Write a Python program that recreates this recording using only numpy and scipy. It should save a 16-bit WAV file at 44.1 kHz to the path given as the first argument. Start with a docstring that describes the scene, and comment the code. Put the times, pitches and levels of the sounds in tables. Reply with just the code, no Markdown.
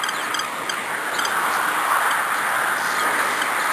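"""Waterfowl on a small pond

In front of the microphone, birds give very short sharp pips and thin falling whistles, and splash a
little; banks and bushes scatter the sound. Behind them lie a steady outdoor wash, faint hums, a brief
soft hiss and a broad roar, probably a car on a distant road, that swells and stays. The camera samples
coarsely and holds each sample, which mirrors everything into a glassy treble."""
import sys
import numpy as np
from scipy import signal
from scipy.fft import rfft, irfft
from scipy.io import wavfile
from scipy.ndimage import uniform_filter1d

SR = 44100
rng = np.random.default_rng(int(sys.argv[2]) if len(sys.argv) > 2 else 0)


def materialize(psi):
    """Save the field psi as 16-bit PCM at rate SR to the path in sys.argv[1].

    A 1-D psi becomes a single channel; in a 2-D psi each row is a channel.
    """
    bounded = np.clip(np.atleast_2d(psi).T, -1, 1)
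    quanta = np.round(bounded * 32767).astype(np.int16)
    wavfile.write(sys.argv[1], SR, quanta)


N = 164052
TIME = np.arange(N) / SR

# colour of the outdoor wash (frequency [Hz], relative level [dB])
WASH_SPECTRUM = [(30, -42), (55, -38), (85, -19.5), (150, -8), (250, -5), (450, -2), (750, -2), (1150, 4),
                 (1650, 0.5), (2200, -2.5), (2600, -12), (3200, -8.5), (4000, -14), (5400, -20)]
# gentle rise and fall of the wash (time [s], relative level [dB])
WASH_SWELL = [(0, 0.5), (.3, 1.5), (.6, 3), (1.0, 1.5), (1.5, 4), (2.0, 0.5), (2.4, 1.5), (2.75, 1.5),
              (3.2, 6), (3.72, 1.5)]
# a hollow that wanders through wash and road (time [s], centre [Hz], gain [dB])
HOLLOW_PATH = [(0, 1470, -3), (.3, 1480, -0.5), (.56, 1620, -9.5), (.8, 1390, -10.5), (1.05, 1150, -2),
               (1.3, 950, -0.5), (1.6, 750, 1.5), (2.0, 1050, -2), (2.5, 1280, 0.5), (3.0, 1450, -1),
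               (3.72, 1450, -4)]
# roar of the distant road (time [s], level [dB], hump centre [Hz], half width [octaves])
ROAD_ROAR = [(0, -30.5, 1540, 0.28), (.28, -28.5, 1550, 0.37), (.55, -42, 1290, 0.45),
             (.8, -30.5, 1430, 0.48), (1.0, -28, 1550, 0.19), (1.2, -24, 1420, 0.12),
             (1.5, -22.5, 1260, 0.2), (1.75, -22, 1240, 0.34), (1.95, -19.5, 1150, 0.34),
             (2.12, -19.5, 1420, 0.26), (2.25, -23.5, 1340, 0.29), (2.57, -21.5, 1505, 0.19),
             (2.78, -23.5, 1510, 0.17), (3.0, -23, 1510, 0.2), (3.3, -23.5, 1500, 0.26),
             (3.72, -22.5, 1450, 0.29)]
# skirts of that roar (frequency [Hz], level relative to the hump [dB])
ROAD_SKIRT = [(60, -76), (300, -29), (600, -13), (850, -4.5), (1500, -11), (2500, -21), (3200, -20),
              (4200, -26), (5400, -29.5)]
# background hums, lowest first (frequency [Hz], width [Hz], base level [dB])
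HUM_TONES = [(302.4, 9.5, -48.5), (895, 33, -51.5), (1245, 8.3, -38)]
# coming and going of the hums (time [s], gain of the low one [dB], gain of the upper two [dB])
HUM_SWELL = [(0, -14, -2), (.4, 7, 2.5), (1.0, -0.5, -15), (1.5, 2, -3), (2.0, -7, -6), (2.6, -17, 1),
             (3.05, 4.5, 8.5), (3.72, -10, 0)]
# sharp pips (time [s], pitch [Hz], second harmonic level [dB], third relative to second [dB])
PIP_CALLS = [(0.035, 1607, -21, -6.5), (0.0868, 1578, -22, -5), (0.3428, 1604, -20.5, -4.5),
             (0.3910, 1607, -22, -1), (0.6940, 1580, -21, -3), (1.1889, 1580, -21, -5.5),
             (1.2495, 1604, -23.5, 2), (2.1085, 1550, -23.5, -10), (3.417, 1545, -22, -14)]
# soft clucks after some pips (time [s], pitch [Hz], base level [dB])
CLUCK_CALLS = [(0.064, 1380, -28), (0.371, 1404, -26), (0.445, 1234, -25), (0.721, 1440, -29),
               (0.738, 1400, -26)]
# whistles, one curve each (time [s], pitch [Hz], level [dB])
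WHISTLE_CURVES = [
    [(.133, 4100, -44), (.146, 4200, -37), (.160, 4020, -33), (.166, 3520, -35), (.176, 3580, -37),
     (.192, 3300, -37), (.212, 3090, -34), (.228, 3030, -44)],
    [(.214, 4750, -41), (.235, 4650, -39), (.246, 4400, -42), (.262, 4150, -44)],
    [(1.134, 4200, -41), (1.144, 3700, -38), (1.150, 4120, -28), (1.157, 4520, -34), (1.160, 4550, -41),
     (1.164, 4150, -32), (1.169, 3750, -39), (1.183, 3650, -46)],
    [(1.208, 3650, -41), (1.218, 3600, -36), (1.235, 3400, -37), (1.246, 3600, -37), (1.28, 3550, -52),
     (1.297, 3600, -37), (1.315, 3550, -45)],
    [(2.944, 3850, -40), (2.953, 4200, -36), (2.967, 4200, -37), (2.978, 3450, -36), (2.988, 3600, -40),
     (3.002, 3330, -32), (3.028, 3080, -36)],
    [(3.593, 3800, -40), (3.603, 4330, -32), (3.610, 4000, -41), (3.617, 3650, -35), (3.630, 3400, -39)],
]
# splashes, except the third row: a faint, soft hiss near 3 kHz, from the distant road or a far bird
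# (time [s], length [s], level [dB], centre [Hz])
SPLASHES_AND_HISS = [(0.207, 0.043, -48, 4800), (1.498, 0.082, -36, 4600), (1.398, 0.63, -40.5, 2950),
                     (2.319, 0.089, -38.5, 3740), (2.722, 0.34, -37, 4830), (2.911, 0.025, -31, 4570),
                     (3.125, 0.42, -39.5, 4260), (3.572, 0.18, -38.5, 4000)]
# single drips on the pond (time [s], pitch [Hz], peak level [dB])
DRIP_PINGS = [(2.492, 5350, -30), (2.783, 5040, -27), (2.856, 4900, -35), (2.915, 5400, -27),
              (2.928, 4370, -30), (2.996, 4200, -20), (3.035, 5160, -28), (3.192, 3920, -23.5)]


def amp(db):
    """Decibels to gain."""
    return 10 ** (np.asarray(db) / 20)


def unit(x):
    """Scales to rms 1."""
    return x / np.sqrt(np.mean(x ** 2) + 1e-20)


def add(mix, start, sound):
    """Mixes a sound in at a time in seconds."""
    part = mix[max(round(start * SR), 0):][:len(sound)]
    part += sound[:len(part)]


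def curve(rows, t):
    """Each column after the first, read at the times t."""
    times, *columns = np.transpose(rows)
    return [np.interp(t, times, column) for column in columns]


def spectrum(points, hz):
    """Gain of a spectrum, read on a log-frequency axis."""
    point_hz, db = np.transpose(points)
    return amp(np.interp(np.log(hz + 1), np.log(point_hz), db))


def bell(hz, centre, octaves):
    """Gaussian hump of height 1 on an octave axis."""
    return np.exp(-.5 * (np.log2((hz + 1) / centre) / octaves) ** 2)


def lowpass(x, hz):
    """Steep low-pass."""
    return signal.oaconvolve(x, signal.firwin(601, hz, window=("kaiser", 9), fs=SR), "same")


def grid():
    """Frame times (a column) and bin frequencies (a row)."""
    return np.arange(N // 256 + 5)[:, None] * 256 / SR, np.fft.rfftfreq(1024, 1 / SR)


def patchy_noise(shape, patch_db):
    """Noise of rms 1 with a colour for each frame, a wandering hollow and small random patches."""
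    t, hz = grid()
    real, imaginary, grain = rng.standard_normal((3, len(t), len(hz)))
    patches = unit(uniform_filter1d(uniform_filter1d(grain, size=10, axis=0), size=9, axis=1))
    centre, gain_db = curve(HOLLOW_PATH, t)
    hollow_db = gain_db * bell(hz, centre, octaves=0.073)
    colour = shape / np.linalg.norm(shape, axis=-1, keepdims=True)
    frames = (real + 1j * imaginary) * colour * amp(patch_db * patches + hollow_db)
    return unit(signal.istft(frames.T, nperseg=1024, noverlap=768)[1][:N])


def wash(level_db=-30):
    """Steady air and water noise around the pond."""
    _, hz = grid()
    swell_db, = curve(WASH_SWELL, TIME)
    return amp(level_db + swell_db) * patchy_noise(spectrum(WASH_SPECTRUM, hz), patch_db=1)


def road():
    """Tyre roar from far off: one broad hump that swells, shifts and changes width."""
    t, hz = grid()
    _, centre, octaves = curve(ROAD_ROAR, t)
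    shape = np.sqrt(bell(hz, centre, octaves) + spectrum(ROAD_SKIRT, hz) ** 2)
    level_db = curve(ROAD_ROAR, TIME)[0]
    return amp(level_db) * patchy_noise(shape, patch_db=1.6)


def hums():
    """Narrow bands of noise, heard as wavering tones that come and go in the background."""
    hz = np.fft.rfftfreq(N, 1 / SR)
    tones = []
    for centre, width, db in HUM_TONES:
        band = rfft(rng.standard_normal(N)) / (1 + (2 * (hz - centre) / width) ** 2)
        tones.append(amp(db) * unit(irfft(band, N)))
    low_db, high_db = curve(HUM_SWELL, TIME)
    return amp(low_db) * tones[0] + amp(high_db) * sum(tones[1:])


def bird_note(hz, harmonics_db, length_s=0.0089, rise_s=0.0013, fall_s=0.0017):
    """About a dozen sharp pulses of a bird's voice; the pitch rises a little, then falls."""
    t = np.arange(0, length_s, 1 / SR)
    position = 2 * t / length_s - 1
    sag = 0.043 * position / 2
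    arch = 0.028 * (position ** 2 - np.mean(position ** 2))
    phase = 2 * np.pi * np.cumsum(hz * (1 - sag - arch)) / SR
    envelope = np.minimum(t / rise_s, 1) * np.minimum((length_s - t) / fall_s, 1)
    pulses = sum(amp(db) * np.cos(k * phase) for k, db in enumerate(harmonics_db, 1))
    return -np.sqrt(2) * envelope * pulses


def pips_and_clucks():
    """Birds on the water: pips with strong overtones, and lower, softer clucks."""
    out = np.zeros(N)
    for start, hz, db, third_db in PIP_CALLS:
        add(out, start, amp(db) * bird_note(hz, harmonics_db=[-0.5, 0, third_db]))
    for start, hz, db in CLUCK_CALLS:
        add(out, start, amp(db) * bird_note(hz, harmonics_db=[1, -7.5, -15, -15]))
    return out


def whistles(jitter=0.0098):
    """Thin, slightly unsteady bird whistles: pure tones that mostly slide down."""
    out = np.zeros(N)
    for rows in WHISTLE_CURVES:
        t = np.arange(rows[0][0], rows[-1][0], 1 / SR)
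        hz, db = curve(rows, t)
        waver = unit(uniform_filter1d(rng.standard_normal(N), size=90))[:len(t)]
        phase = 2 * np.pi * np.cumsum(hz * (1 + jitter * waver)) / SR
        envelope = amp(db) * signal.windows.tukey(len(t), .1)
        add(out, t[0], np.sqrt(2) * envelope * np.sin(phase))
    return out


def splashes_and_hiss(clicks_per_s=900):
    """Dense tiny clicks: splashes, and one faint, soft hiss from the distant road or a far bird."""
    out, hz = np.zeros(N), np.fft.rfftfreq(SR, 1 / SR)
    for start, length, db, centre in SPLASHES_AND_HISS:
        clicks = rng.standard_normal(SR) * (rng.random(SR) < clicks_per_s / SR)
        band = irfft(rfft(clicks) * bell(hz, centre, octaves=.35), SR)[:int(length * SR)]
        envelope = np.sin(np.linspace(0, np.pi, len(band)))
        add(out, start, amp(db) * unit(band) * envelope)
    return out


def drips(rise_s=0.00075):
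    """Single drops fall back on the pond, each with a brief high ping."""
    out = np.zeros(N)
    t = np.arange(0, rise_s * 10, 1 / SR)
    envelope = t / rise_s * np.exp(1 - t / rise_s)
    for start, hz, db in DRIP_PINGS:
        add(out, start, amp(db) * envelope * np.sin(2 * np.pi * hz * t))
    return out


def bank_scatter(direct, wet_db, t60_s=0.24, echoes_per_s=2000):
    """The direct sound reaches the microphone with faint echoes from banks and bushes."""
    t = np.arange(SR // 2) / SR
    echoes = rng.standard_normal(len(t)) * (rng.random(len(t)) < echoes_per_s / SR)
    echoes *= amp(-60 * t / t60_s)
    return direct + amp(wet_db) * signal.fftconvolve(direct, echoes / np.linalg.norm(echoes))[:N]


def scene():
    """One microphone at the pond: birds and water in front, wash, road, hiss and hums behind."""
    events = bank_scatter(pips_and_clucks(), wet_db=-11)
    events += bank_scatter(whistles(), wet_db=-6.5)
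    events += bank_scatter(splashes_and_hiss() + drips(), wet_db=-4)
    return (events + wash() + road() + hums())[None]


def record(dry, bass_cut_hz=80, notch_hz=4814, notch_width_hz=28, hold=4, edge_hz=12600):
    """The camera cuts the bass, notches the treble, holds coarse samples and limits the band."""
    x = signal.sosfilt(signal.butter(6, bass_cut_hz, btype="high", fs=SR, output="sos"), dry[0])
    # the narrow notch rings briefly after each pip
    x = signal.lfilter(*signal.iirnotch(notch_hz, notch_hz / notch_width_hz, fs=SR), x)
    coarse = lowpass(x, SR / hold / 2)[::hold]
    stepped = np.repeat(coarse, hold)[:N]  # the steps mirror the sound into the treble
    return lowpass(stepped, edge_hz)[None]


dry = scene()
out = record(dry)
materialize(out)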